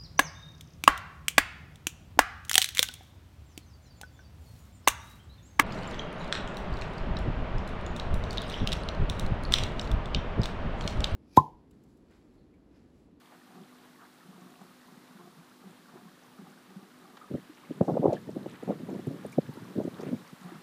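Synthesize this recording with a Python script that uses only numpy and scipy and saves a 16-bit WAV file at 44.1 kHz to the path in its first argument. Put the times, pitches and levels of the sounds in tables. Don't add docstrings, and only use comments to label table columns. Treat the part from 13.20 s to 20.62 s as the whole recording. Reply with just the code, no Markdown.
import sys
import numpy as np
from scipy import signal
from scipy.fft import rfft, irfft
from scipy.io import wavfile
from scipy.ndimage import map_coordinates

SR = 44100
rng = np.random.default_rng(int(sys.argv[2]) if len(sys.argv) > 2 else 0)


def to_wav(sig):
    pcm = np.clip(np.atleast_2d(sig), -1, 1) * 32767
    pcm = np.round(pcm).astype(np.int16)
    wavfile.write(sys.argv[1], SR, pcm.T)


N = 327222
T = np.arange(N) / SR

# start/s, hold/s, relative level/dB
WIND_GUSTS = [(4.105, 0.071, -45.5), (4.615, 0.023, -36), (4.686, 0.023, -30), (4.73, 0.094, -38.5),
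              (4.838, 0.055, -28), (4.90, 0.048, -32.5), (5.15, 0.15, -47.5), (5.488, 0.037, -36),
              (5.69, 0.076, -40), (5.87, 0.094, -45), (6.582, .034, -39), (6.80, 0.16, -43)]
GUST_ATTACK_S, GUST_RELEASE_S = 0.008, 0.017


def undb(db):
    return 10 ** (np.asarray(db) / 20)


def unit(x):
    return x / np.sqrt(np.mean(x ** 2))


def columns(table):
    return np.array(table, float).T[:, :, None]


def place(start_s, sounds):
    at = np.round(start_s * SR).astype(int) + np.arange(sounds.shape[1])
    return np.bincount(np.clip(at + 1, 0, N + 1).ravel(), sounds.ravel(), N + 2)[1:-1]


def colour(x, points):
    hz, db = np.transpose(points)
    f = np.maximum(np.fft.rfftfreq(N, 1 / SR), 1)
    return irfft(rfft(x) * undb(np.interp(np.log(f), np.log(hz), db)), N)


def resonate(x, hz, width_hz):
    return signal.lfilter(*signal.iirpeak(hz, max(hz / width_hz, 1), fs=SR), x)


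def drift(rate_hz):
    knots = rng.standard_normal(2048)
    return np.interp(T * rate_hz, np.arange(len(knots)), knots)


def swells(table, attack_s, release_s):
    start, hold, db = columns(table)
    away = np.maximum(start - T, 0) / attack_s + np.maximum(T - start - hold, 0) / release_s
    envelopes = undb(db) * np.exp(-np.minimum(away, 20))
    return np.sqrt(np.sum(envelopes ** 2, axis=0))


def pump(waver_db=2.3):
    # f/Hz, level/dB
    hum = [(250, -65), (300, -70), (350, -73), (450, -81.5)]
    return sum(np.sqrt(2) * undb(db + waver_db * drift(13)) * np.sin(2 * np.pi * (hz * T + rng.random()))
               for hz, db in hum)


def bubble(hz, cycles, glide, size):
    age = T[:size] * hz / cycles
    return age * np.exp(1 - age) * np.sin(2 * np.pi * cycles * (age + glide * age ** 2 / 2))


def bubble_cloud(low_hz, high_hz, cycles, spread_db, count, size):
    when, smallness, luck = columns(rng.random((count, 3)))
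    gain = undb(-spread_db * np.log(np.maximum(luck, np.exp(-4))))
    hz = low_hz * (high_hz / low_hz) ** smallness
    return unit(place(when * T[-1], gain * bubble(hz, cycles, glide=0.027, size=size)))


def stream(grain=0.45, flicker_db=1, droplet_db=-17):
    # t/s, relative trickle level/dB, relative spray level/dB
    flow = [(0.0, -61.5, -70.5), (1.36, -61, -68.5), (3.62, -61, -69.5), (5.41, -56.5, -68),
            (6.96, -55.5, -65.5), (7.42, -57, -66.5)]
    # f/Hz, gain/dB
    trickle_spectrum = [(40, -15), (85, -12), (135, 4), (300, 2.5), (520, 1), (760, -1), (1150, 0.5),
                        (1750, -2.5), (2400, -8), (3700, -12), (5000, -31), (7000, -24), (15000, -49)]
    # f/Hz, gain/dB
    spray_spectrum = [(1500, -9), (4000, 4), (6500, -3), (9500, -3), (12000, -4.5), (15500, -6)]
    fizz = bubble_cloud(low_hz=786, high_hz=5210, cycles=2.76, spread_db=4, count=2400, size=600)
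    wash = rng.standard_normal(N) * undb(flicker_db * drift(14))
    trickle = unit(unit(colour(wash, trickle_spectrum)) + grain * unit(colour(fizz, trickle_spectrum)))
    droplets = bubble_cloud(low_hz=2600, high_hz=12500, cycles=1.3, spread_db=3.5, count=800, size=200)
    spray = unit(colour(rng.standard_normal(N), spray_spectrum))
    times, trickle_db, spray_db = np.transpose(flow)
    trickle_gain = undb(np.interp(T, times, trickle_db) + 1)
    spray_gain = undb(np.interp(T, times, spray_db) + 3.5)
    return (trickle + undb(droplet_db) * droplets) * trickle_gain + spray * spray_gain


def spatter(rise_s=0.0052, gain_db=4):
    # t/s, relative level/dB, centre f/Hz, t60/s, width as a share of the centre
    drops = [(3.968, -48.5, 3580, .035, 0.66), (4.64, -68, 5500, 0.62, 1), (4.929, -40, 6400, 0.021, 0.79),
             (4.934, -55, 3820, 0.072, 1), (5.433, -44, 8200, .012, .55), (5.868, -50, 9300, .025, .7),
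             (6.063, -38, 9550, 0.015, 0.2), (6.119, -52.5, 7000, 0.065, 0.99),
             (6.806, -44, 4380, 0.027, 1)]
    t = T[:8000]
    start, db, hz, t60, width = columns(drops)
    ticks = [unit(resonate(resonate(rng.standard_normal(len(t)), f, band), f, band))
             for f, band in zip(hz.ravel(), (width * hz).ravel())]
    envelope = (1 - np.exp(-t / rise_s)) * np.exp(-np.log(1000) * t / t60)
    return place(start, undb(db + gain_db) * np.array(ticks) * envelope)


def eddy(hz, turn, swings, size):
    age = np.clip((T[:size] - size / 2 / SR) * hz / swings, -6, 6)
    uneven = 0.06 * np.sin(1.5 * age + 14 * np.pi * turn) - 0.025 * age ** 2
    envelope = np.exp(-age ** 2 / 2) * signal.windows.tukey(size)
    return envelope * np.cos(2 * np.pi * (swings * age + uneven + turn))


def buffets(edge_top_hz=720, full_flurry_s=0.0049, scatter=0.58, count=6, size=1300):
    # t/s, core level/dB, length/s, centre f/Hz
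    strikes = [(4.114, -29.5, 0.0073, 290), (4.143, -23, 0.0077, 220), (4.153, -24, 0.0078, 308),
               (4.512, -26.5, 0.012, 285), (4.612, -24, 0.0018, 660), (4.613, -9, 0.0034, 337),
               (4.624, -23, 0.0076, 338), (4.683, -21.5, 0.0063, 710), (4.698, -19.5, 0.009, 574),
               (4.708, -24, .008, 530), (4.720, -25.5, 0.0078, 191), (4.743, -26, 0.013, 253),
               (4.757, -25.5, 0.0074, 460), (4.773, -16, 0.007, 540), (4.797, -20.5, 0.0094, 222),
               (4.833, -21, 0.0065, 520), (4.843, -16.5, 0.0092, 490), (4.859, -9.5, 0.0068, 470),
               (4.868, -21, 0.0067, 345), (4.882, -16.5, 0.0071, 447), (4.888, -21, 0.0081, 186),
               (4.901, -28, 0.0056, 480), (4.931, -17.5, 0.0093, 526), (5.079, -34, 0.0079, 206),
               (5.094, -28, 0.0055, 370), (5.169, -24.5, 0.011, 320), (5.265, -26.5, 0.006, 430),
               (5.434, -30, 0.0068, 380), (5.480, -28, 0.0062, 395), (5.492, -28, 0.0057, 420),
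               (5.500, -26, 0.0055, 258), (5.507, -21, 0.0081, 550), (5.607, -34, 0.012, 297),
               (5.636, -33.5, 0.013, 198), (5.691, -30, 0.0056, 380), (5.713, -31, 0.0072, 367),
               (5.731, -28, 0.0094, 290), (5.755, -30, 0.0064, 328), (5.765, -34, 0.0073, 220),
               (5.797, -30, 0.0068, 340), (5.872, -29.5, 0.0058, 400), (5.879, -24.5, 0.0088, 228),
               (5.912, -30, 0.0072, 334), (5.945, -33.5, 0.0098, 250), (6.053, -29, 0.0058, 376),
               (6.060, -31, 0.0076, 201), (6.1865, -10.5, 0.0055, 347), (6.294, -31.5, 0.0094, 233),
               (6.377, -35, 0.0094, 256), (6.424, -39.5, 0.0097, 218), (6.564, -27.5, 0.0093, 280),
               (6.577, -22.5, 0.007, 255), (6.588, -19.5, 0.00896, 306), (6.604, -24, 0.008, 450),
               (6.617, -30, .007, 300), (6.654, -24, 0.013, 294), (6.680, -23.5, 0.0062, 310),
               (6.756, -38.5, 0.0094, 225), (6.803, -34, .011, 387), (6.836, -29.5, 0.013, 416),
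               (6.871, -24, 0.0045, 288), (6.891, -29.5, 0.011, 290), (6.916, -34, 0.0072, 230),
               (6.934, -21.5, 0.016, 268), (7.133, -39, 0.0082, 213)]
    when, db, length, hz = columns(strikes)
    start = when - size / 2 / SR
    gain = undb(db)
    draws = rng.random((len(when), count, 3))
    swings = np.minimum(0.23 * length * hz, 0.95)
    core = eddy(hz, rng.random(when.shape), swings, size)
    edge = eddy(np.minimum(1.836 * hz, edge_top_hz), rng.random(when.shape), swings=0.93, size=size)
    pressure = place(start, gain * core) + place(start - 0.249 * length, 0.33 * gain * edge)
    flurry_gain = 0.29 * gain * np.minimum(length / full_flurry_s, 1) ** 2
    for k in range(count):
        lag, smallness, turn = columns(draws[:, k])
        offset = 2 * (k + lag) / count - 1
        flurry = eddy(hz * np.exp(scatter * (2 * smallness - 1)), turn, swings=0.67, size=size)
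        pressure += place(start + offset * length, flurry_gain * np.sqrt(abs(offset)) * flurry)
    return pressure


def breeze(mid_hz=330, mid_db=-44, db_per_octave=28, scatter=0.65, flutter_db=2, top_hz=850, gain_db=-3):
    # start/s, hold/s, relative level/dB
    light_air = [(4.516, 2.5, -52)]
    force = swells(WIND_GUSTS + light_air, GUST_ATTACK_S, GUST_RELEASE_S) * undb(flutter_db * drift(35))
    position, smallness, strength, turn = columns(rng.random((3400, 4)))
    first_s = WIND_GUSTS[0][0] - 20 * GUST_ATTACK_S
    when = first_s + position * (T[-1] - first_s)
    force_db = 20 * np.log10(np.interp(when, T, force))
    centre_hz = np.maximum(mid_hz * 2 ** ((force_db - mid_db) / db_per_octave), 220)
    hz = centre_hz * np.exp(scatter * (2 * smallness - 1))
    flutter = place(when, undb(3 * strength) * eddy(hz, turn, swings=0.57, size=700))
    flutter = signal.sosfilt(signal.butter(3, top_hz, fs=SR, output="sos"), flutter)
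    return unit(flutter) * force * undb(gain_db)


def wind(cut_hz=98, rumble_hz=60, rumble_db=-33):
    low_cut = signal.butter(4, cut_hz, "high", fs=SR, output="sos")
    pressure = signal.sosfilt(low_cut, buffets() + breeze())
    ring = 0.9 * resonate(pressure, hz=160, width_hz=85)
    rumble = unit(resonate(resonate(rng.standard_normal(N), rumble_hz, rumble_hz), rumble_hz, rumble_hz))
    rumble *= swells(WIND_GUSTS, GUST_ATTACK_S, GUST_RELEASE_S) * undb(rumble_db)
    return pressure + ring + rumble


def plinks(cycles=3.8, splash_db=-10, scatter=0.05, count=10):
    # t/s, level/dB, f/Hz, tail/s
    ringing = [(4.016, -44, 1240, 0.036), (4.969, -43.5, 1710, 0.008), (6.129, -44, 2310, 0.009)]
    when, db, hz, tail = columns(ringing)
    first = place(when - cycles / hz, undb(db) * bubble(hz, cycles, glide=0.0044, size=2000))
    when, db, hz, tail = columns(np.repeat(ringing, count, axis=0))
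    lag, smallness = columns(rng.random((len(when), 2)))
    splash = bubble(hz * np.exp(scatter * (2 * smallness - 1)), cycles, glide=0.008, size=2000)
    splash_gain = undb(db + splash_db) * np.sqrt(tail / tail.max())
    return first + place(when + lag * tail, splash_gain * splash)


def pipe(water):
    # f/Hz, width/Hz, gain/dB
    modes = [(182, 42, 3.5), (359, 27, -4.5), (736, 60, -2), (1150, 82, -3.5)]
    return sum(undb(db) * resonate(water, hz, width) for hz, width, db in modes)


def slops(cycles=1.645, scatter=0.296, hollow=0.22, count=80):
    # t/s, relative level/dB, bubble f/Hz, length/s
    wall_slops = [(.125, -59.5, 940, .035), (.825, -54.5, 1150, 0.045), (1.42, -59.5, 895, 0.045),
                  (2.004, -57, 1050, 0.028), (2.693, -56, 1030, 0.011), (2.773, -57.5, 874, 0.037),
                  (3.974, -51, 1214, 0.007), (4.40, -68, 2300, 0.4), (4.945, -57.5, 2930, 0.038),
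                  (5.30, -60, 2530, 0.052), (5.35, -55, 1850, 0.029), (6.80, -53.5, 1240, 0.081),
                  (6.865, -55.5, 1910, 0.056), (7.31, -57.5, 1380, 0.15)]
    when, db, hz, length = columns(np.repeat(wall_slops, count, axis=0))
    lag, smallness = columns(rng.standard_normal((len(when), 2)))
    gain = undb(db) * np.sqrt(length * hz / cycles / count)
    bubbles = bubble(hz * np.exp(scatter * smallness), cycles, glide=0.019, size=1200)
    swarm = place(when + 0.32 * lag * length - cycles / hz, gain * bubbles)
    return swarm + hollow * pipe(swarm)


def sway(x, share, rate_hz):
    return map_coordinates(x, [np.cumsum(1 + share * drift(rate_hz))], mode="mirror")


def gurgle(churn_db=-2, simmer_db=-62.5, glug_db=-5.5, glug_cycles=1.64, cut_hz=130):
    # start/s, hold/s, relative level/dB
    surges = [(.29, 0.13, -51), (1.07, 0.4, -55), (1.69, 0.063, -53), (1.98, 0.1, -50.5),
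              (2.43, 0.079, -54.5), (2.73, 0.16, -52.5), (3.19, 0.094, -49), (3.52, 0.15, -52.5),
              (3.83, 0.11, -52.5), (7.25, 0.094, -49.5)]
    # t/s, relative level/dB, f/Hz
    pockets = [(1.092, -38, 183), (1.252, -44, 198), (1.418, -41.5, 195), (1.957, -40.5, 196),
               (2.19, -40.5, 170), (2.459, -39, 180), (2.759, -42.5, 355), (2.861, -38.5, 181),
               (3.195, -38, 194), (3.568, -31.5, 190), (4.3, -36.5, 305), (7.259, -32, 178),
               (7.323, -33, 336)]
    bubbles = bubble_cloud(low_hz=195.5, high_hz=1810, cycles=0.42, spread_db=3.5, count=3000, size=400)
    churn = unit(sway(pipe(bubbles), share=0.035, rate_hz=4))
    heave = np.hypot(swells(surges, attack_s=0.035, release_s=0.036), undb(simmer_db))
    when, db, hz = columns(pockets)
    rings = bubble(hz, glug_cycles, glide=0.0013, size=3000)
    glugs = place(when - glug_cycles / hz, undb(db + glug_db) * rings)
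    mouth = signal.butter(3, cut_hz, "high", fs=SR)
    return signal.lfilter(*mouth, churn * heave * undb(churn_db) + glugs)


def scene():
    return (gurgle() + slops() + plinks() + spatter() + stream() + pump() + wind())[None]


def record(dry):
    return signal.sosfilt(signal.ellip(10, 0.2, 70, 15230, fs=SR, output="sos"), dry)


dry = scene()
out = record(dry)
to_wav(out)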